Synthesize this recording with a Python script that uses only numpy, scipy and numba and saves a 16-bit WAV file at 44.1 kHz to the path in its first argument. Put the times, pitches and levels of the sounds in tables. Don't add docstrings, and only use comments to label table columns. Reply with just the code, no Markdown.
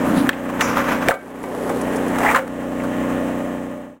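import sys
import numpy as np
from scipy import signal
from scipy.fft import rfft, irfft
from scipy.io import wavfile
from scipy.ndimage import uniform_filter1d, map_coordinates
from numba import njit

SR = 44100
rng = np.random.default_rng(int(sys.argv[2]) if len(sys.argv) > 2 else 0)


def store_pcm(level_fs):
    pcm = np.round(np.clip(level_fs, -1, 1) * 32767).astype(np.int16)
    wavfile.write(sys.argv[1], SR, np.atleast_2d(pcm).T)


N = 176400
T = np.arange(N) / SR

# pitch_hz, level_db, t60_s
DECK_MODES = [(519, -5, 0.24), (555.7, 5.5, 0.17), (708, -2.5, 0.12), (766, -12.5, 0.257), (1075, -4, 0.04),
              (1196, -3.5, 0.13), (1537, -2, 0.13), (1570, -16, 0.32), (1870, -23.5, 0.13),
              (2000, -1.5, 0.058), (2244, -9.5, 0.26)]


def undb(db):
    return 10 ** (np.asarray(db) / 20)


def unit(x):
    return x / np.sqrt(np.mean(x ** 2))


def fader(rows):
    return undb(np.interp(T, *np.array(rows).T))


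def gain_at(hz, tone):
    freq_hz, level_db = np.array(tone).T
    return undb(np.interp(np.log(hz + 1), np.log(freq_hz), level_db))


def colour(x, tone):
    cepstrum = irfft(np.log(gain_at(np.fft.rfftfreq(2048, 1 / SR), tone)))
    cepstrum[1:1024] *= 2
    cepstrum[1025:] = 0
    impulse = irfft(np.exp(rfft(cepstrum)))
    return signal.fftconvolve(x, impulse / np.linalg.norm(impulse))[:N]


def band(x, hz, width):
    freqs = np.fft.rfftfreq(N, 1 / SR) + 1
    response = 1 / (1 + 1j * (freqs / hz - hz / freqs) / width) ** 2
    return irfft(rfft(x) * response / np.sqrt(np.mean(abs(response) ** 2)), N)


def ring(x, modes):
    t = T[:SR]
    impulse = sum(undb(db) * np.sin(2 * np.pi * hz * t) * np.exp(-np.log(1000) * t / t60_s)
                  for hz, db, t60_s in modes)
    return signal.fftconvolve(x, impulse)[:N]


def decay(start_s, decay_s):
    return (T >= start_s) * np.exp(-np.clip((T - start_s) / decay_s, 0, 60))


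def click(start_s):
    return signal.unit_impulse(N, int(start_s * SR))


def wander(rate_hz):
    hold = int(SR / rate_hz)
    steps = np.repeat(rng.standard_normal(N // hold + 1), hold)
    return unit(uniform_filter1d(uniform_filter1d(steps, hold), hold)[:N])


def grains(spread_db):
    return unit(rng.standard_normal(N) * undb(spread_db * np.minimum(rng.exponential(size=N), 6)))


def wavetable(harmonics, cycles):
    wave = irfft(np.r_[0, harmonics], 4096)
    return unit(map_coordinates(wave, [cycles % 1 * len(wave)], order=1, mode="grid-wrap"))


def generator():
    # order, level_db
    chug_orders = [(1, -74), (2, -15.5), (3, -29), (4, -12), (5, -16.5), (6, -6), (7, -6), (8, 0), (9, 0.5),
                   (10, -4), (11, -15.5), (12, -8), (13, -19.5), (14, -31), (15, -10.5), (16, -9),
                   (17, -15), (18, -8), (19, -10.5), (20, -10), (21, -67.5), (22, -20.5), (23, -19),
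                   (24, -15.5), (25, -46), (26, -24.5), (27, -29), (28, -15), (29, -40), (30, -28.5),
                   (31, -56), (32, -41), (33, -38), (34, -30), (35, -16.5), (36, -18.5), (37, -22),
                   (38, -47), (39, -48), (40, -16.5)]
    thumps = [(0, 0.75), (0.333, 0.72), (0.682, 0.52)]
    # freq_hz, level_db
    valve_tone = [(1250, -3), (1450, 3.5), (1850, 5.5), (2300, -8.5), (3000, -5), (4500, -30)]
    # freq_hz, level_db
    fan_tone = [(25, -9.5), (100, -3), (300, 3), (420, -4), (550, 11.5), (750, 1.5), (1100, -3.5),
                (1450, -15.5), (1900, -9.5), (3000, -18.5), (4700, -32), (6200, -23.5), (8000, -22.5),
                (12000, -31), (14500, -28), (16000, -29)]
    cycle_hz, muffler_hz, muffler_q = 30.52, 289, 2.1
    cycles = .86 + np.cumsum(cycle_hz * (1 + 0.001165 * wander(2))) / SR
    orders, level_db = np.array(chug_orders).T
    pulses = sum(strength * np.exp(-2j * np.pi * orders * share) for share, strength in thumps)
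    tuning = orders * cycle_hz / muffler_hz
    muffler = 1 / (1 + 1j * muffler_q * (tuning - 1 / tuning))
    phases = np.angle(pulses * muffler)
    chug = wavetable(undb(level_db) * np.exp(1j * phases), cycles)
    valve_orders = np.arange(1, 150)
    valve_gains = (valve_orders > len(orders)) * gain_at(valve_orders * cycle_hz, valve_tone)
    scatter = rng.standard_normal((2, len(valve_orders)))
    clatter = wavetable(valve_gains * (scatter[0] + 1j * scatter[1]), cycles)
    engine = undb(-20 + .5 * wander(29.76)) * chug + undb(-38 + 1.7 * wander(40)) * clatter
    return engine + undb(-28) * colour(rng.standard_normal(N), fan_tone)


def wheels():
    # time_s, level_db
    run_up_levels = [(0, -45.5), (.08, -15), (.15, -26), (.18, -15), (.21, -16.5), (.285, -18), (.31, -34),
                     (.4, -73)]
    # freq_hz, level_db
    walkway_tone = [(40, -33), (130, -17.5), (220, 1.5), (290, 4), (400, -11), (700, -15.5), (1500, -20),
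                    (3000, -61), (5000, -49.5), (10000, -39.5), (16000, -43)]
    # time_s, level_db
    roll_levels = [(1.08, -106), (1.12, -19.5), (1.38, -25), (1.46, -21), (1.58, -19.5), (1.7, -18.5),
                   (1.85, -24.5), (2.15, -28.5), (2.35, -20.5), (2.5, -33), (3.2, -47)]
    # freq_hz, level_db
    pavement_tone = [(40, -30), (130, -7), (250, -0.5), (420, 12), (700, 2), (1200, -4.5), (2000, -28.5),
                     (3200, -21.5), (4700, -27), (8000, -24.5), (11000, -23), (16000, -36)]
    # time_s, level_db
    whine_levels = [(2.6, -64), (2.9, -66), (3.3, -32), (3.6, -43), (3.8, -21.5), (4, -31.5)]
    run_up = colour(grains(spread_db=3.5) * fader(run_up_levels), walkway_tone)
    roll = colour(grains(spread_db=4) * fader(roll_levels) * undb(0.56 * wander(44.8)), pavement_tone)
    whine = fader(whine_levels) * band(rng.standard_normal(N), hz=592.3, width=0.012)
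    return run_up + roll + whine


def shoe():
    # time_s, level_db
    scuff_levels = [(0, -60), (.09, -44), (.14, -46), (.185, -28), (.22, -36), (.3, -57)]
    # freq_hz, level_db
    grip_tone = [(1000, 8), (4000, 11), (7500, -9), (10500, 10), (13000, -15), (16000, -16)]
    return colour(grains(spread_db=3) * fader(scuff_levels), grip_tone)


def thuds():
    # start_s, pitch_hz, decay_s, level_db
    hits = [(.176, 237, 0.036, -12), (0.59, 280, 0.021, -14.5), (1.0789, 376, 0.0034, -5),
            (1.087, 265, 0.016, -2)]
    return sum(undb(level_db) * decay(start_s, decay_s) * np.sin(2 * np.pi * pitch_hz * (start_s - T))
               for start_s, pitch_hz, decay_s, level_db in hits)


def blows():
    # start_s, level_db, decay_s, body_hz, lowpass_hz, crack_send_db, ring_send_db
    hits = [(0.2916, -1.5, 0.0013, 3100, 4200, -15.5, -12), (0.2919, 3, 0.0029, 1550, 3600, -10.5, -14.5),
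            (.330, -15, 0.0032, 2600, 3450, -20, -21), (0.608, -7.5, 0.0059, 2470, 4200, -9, -11),
            (0.6099, -3.5, 0.0032, 1590, 3970, -14, -7.5), (.618, -6.5, 0.0072, 1030, 2600, -14, -7.5),
            (.771, -4.5, 0.0023, 1150, 3800, -13.5, -2), (1.085, 9, 0.0026, 1960, 2830, -9, -7),
            (1.0905, 11, 0.0083, 660, 2600, -13.5, -2.5), (1.1007, 4.5, 0.0047, 676, 3000, -6.5, 3),
            (1.109, 8.5, 0.0049, 1440, 2480, -14, 6.5), (1.114, 1.5, 0.012, 1190, 2300, -14, 0),
            (1.139, -1.5, 0.014, 594, 2700, -16, 3), (1.439, -10.5, 0.0053, 870, 2010, -15, 4),
            (1.696, -12, 0.007, 850, 2180, -16, -2), (2.185, -22, 0.0034, 1200, 2380, -6, -8.5),
            (2.3472, -2, 0.016, 1450, 2240, -17, -4), (2.360, 2, 0.011, 1510, 2120, -13.5, -3),
            (2.478, -19, 0.0027, 1020, 2400, -8, -17.5), (2.8, -24, 0.0085, 1950, 2440, -27, -9),
            (2.836, -21.5, 0.018, 1090, 1910, -14.5, -9)]
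    # freq_hz, level_db
    crack_tone = [(300, -18), (2000, 1), (3000, 4.5), (4200, -1), (5400, -6), (7500, 1.5), (11000, -3),
                  (14500, -4.5), (16000, 2.5)]
    body, cracks, kicks = 0, 0, 0
    for start_s, level_db, decay_s, body_hz, lowpass_hz, crack_send_db, ring_send_db in hits:
        tail = undb(-31) * decay(start_s, decay_s=0.038)
        rattle = rng.standard_normal(N) * (decay(start_s, decay_s) + tail)
        contact = undb(level_db) * (1.3 * click(start_s) + rattle)
        lowpass = signal.butter(4, lowpass_hz, fs=SR, output="sos")
        body += signal.sosfilt(lowpass, band(contact, body_hz, width=0.63))
        cracks += undb(crack_send_db) * contact
        kicks += undb(level_db + ring_send_db) * click(start_s)
    return body + colour(cracks, crack_tone) + undb(-14) * ring(kicks, DECK_MODES)


def rail_grind():
    # time_s, level_db
    rub_levels = [(.585, -35), (.6, -19.5), (.62, -23), (.69, -18), (.755, -23), (.775, -15), (.8, -15.5),
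                  (.85, -22), (.885, -19.5), (.93, -17), (.96, -24.5), (1.01, -33), (1.028, -21),
                  (1.05, -32), (1.08, -24.5), (1.1, -70)]
    # freq_hz, level_db
    rub_tone = [(60, -15.5), (220, 5.5), (400, -4), (570, 1), (720, -2.5), (1000, 5), (1220, 4),
                (1550, 3.5), (1900, -4), (2400, -6.5), (3200, -14), (4600, -23), (6000, -21), (8500, -26.5),
                (12000, -24.5), (14500, -23), (16000, -26.5)]
    # freq_hz, level_db
    chatter_tone = [(1000, 0), (4400, -46), (5600, 8), (6500, 1), (7400, -0.5), (8200, -12), (10000, -4.5),
                    (12000, -14), (14500, -20), (16000, -10)]
    # pitch_hz, level_db, t60_s
    steel_modes = [(1297, 10, 0.55), (1480, 2, .15), (1530, 4.5, .15), (2326, 5.5, 0.45), (2826, -9, 0.57),
                   (4870, -7, 0.65), (5330, 0.5, 0.24), (5470, -9.5, 0.36), (5835, -8, 0.43),
                   (6030, -1, .35), (6078, -10, 0.33), (6234, 0.5, .3), (6450, -3, .25), (7000, 5.5, 0.22),
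                   (7200, -17, .25), (7350, -8, .22)]
    strike_s = .611
    rub = grains(spread_db=2) * fader(rub_levels) * undb(1.8 * wander(130))
    chatter = undb(-24.5) * decay(strike_s, decay_s=0.062) * rng.standard_normal(N)
    steel = ring(undb(-29.5) * click(strike_s) + undb(-64) * rub, steel_modes)
    deck = undb(-44) * ring(rub, DECK_MODES)
    return colour(rub, rub_tone) + colour(chatter, chatter_tone) + steel + deck


def grit():
    # start_s, level_db
    stones = [(1.431, -28), (1.581, -36), (1.694, -28), (1.814, -28.5), (1.96, -29), (1.967, -35),
              (2.082, -32), (2.186, -28.5)]
    # freq_hz, level_db
    stone_tone = [(500, -35), (3000, -23), (5000, 3), (10000, 8), (16000, -21)]
    bursts = sum(undb(level_db) * decay(start_s, decay_s=0.0055) for start_s, level_db in stones)
    return colour(rng.standard_normal(N) * bursts, stone_tone)


def skid():
    # time_s, level_db
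    scrape_levels = [(2.12, -29), (2.18, -23.5), (2.225, -22), (2.25, -17), (2.295, -15), (2.32, -13),
                     (2.345, -21), (2.385, -11), (2.41, -21), (2.44, -35)]
    # freq_hz, level_db
    scrape_tone = [(100, -12), (400, -10), (850, 4.5), (1250, -1), (1500, -2), (1800, -1), (2350, -9),
                   (2750, -12), (4500, -31), (8000, -21.5), (12000, -31), (14000, -24), (16000, -27)]
    # peak_s, pitch_hz, half_width_s, level_db, wobble_share
    chirps = [(2.255, 838, 0.012, -16.5, .02), (2.268, 1905, 0.0035, -9, 0.11),
              (2.293, 2183, 0.012, -13.5, .12), (2.349, 1254, 0.002, 0.5, 0.035),
              (2.363, 1057, 0.0062, -3, 0.017), (2.397, 531, .024, -13.5, 0.018)]
    scrape = grains(spread_db=3.5) * fader(scrape_levels) * undb(2 * wander(120))
    squeals = 0
    for peak_s, pitch_hz, half_width_s, level_db, wobble_share in chirps:
        phase = 2 * np.pi * np.cumsum(pitch_hz * (1 + wobble_share * wander(900))) / SR
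        swell = np.exp(-.5 * ((T - peak_s) / half_width_s) ** 2)
        squeals += undb(level_db) * swell * np.sqrt(2) * np.sin(phase)
    return colour(scrape, scrape_tone) + squeals


def yard_echo(x):
    # freq_hz, level_db
    echo_tone = [(100, 0.5), (2000, 8), (5000, 1), (16000, -23.5)]
    predelay_s, t60_s = 0.011, 0.34
    tail = colour(rng.standard_normal(N), echo_tone) * decay(predelay_s, t60_s / np.log(1000))
    return signal.fftconvolve(x, tail / np.linalg.norm(tail))[:N]


def scene():
    board = wheels() + shoe() + rail_grind() + skid() + thuds() + blows() + grit()
    return (board + undb(-28) * yard_echo(board) + generator())[None]


@njit
def follow(excess, attack_s, release_s):
    out, held = np.empty(len(excess)), 0.
    for i in range(len(excess)):
        held += max(excess[i] - held, 0.) / (attack_s * SR) - held / (release_s * SR)
        out[i] = held
    return out


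def record(dry):
    threshold_db, look_ahead_s, ceiling = -8.5, .0012, .72
    fade_start_s, lowpass_hz = 3.12, 15950
    overload = follow(abs(dry[0]) / undb(threshold_db) - 1, attack_s=0.002, release_s=0.23)
    ducked = dry[0] / (1 + np.interp(T + look_ahead_s, T, overload))
    rounded = ducked / (1 + (ducked / ceiling) ** 4) ** (1 / 4)
    faded = rounded * np.interp(T, [fade_start_s, N / SR], [1, 0])
    lowpass = signal.ellip(10, .2, 80, lowpass_hz, fs=SR, output="sos")
    return signal.sosfilt(lowpass, faded)[None]


dry = scene()
out = record(dry)
store_pcm(out)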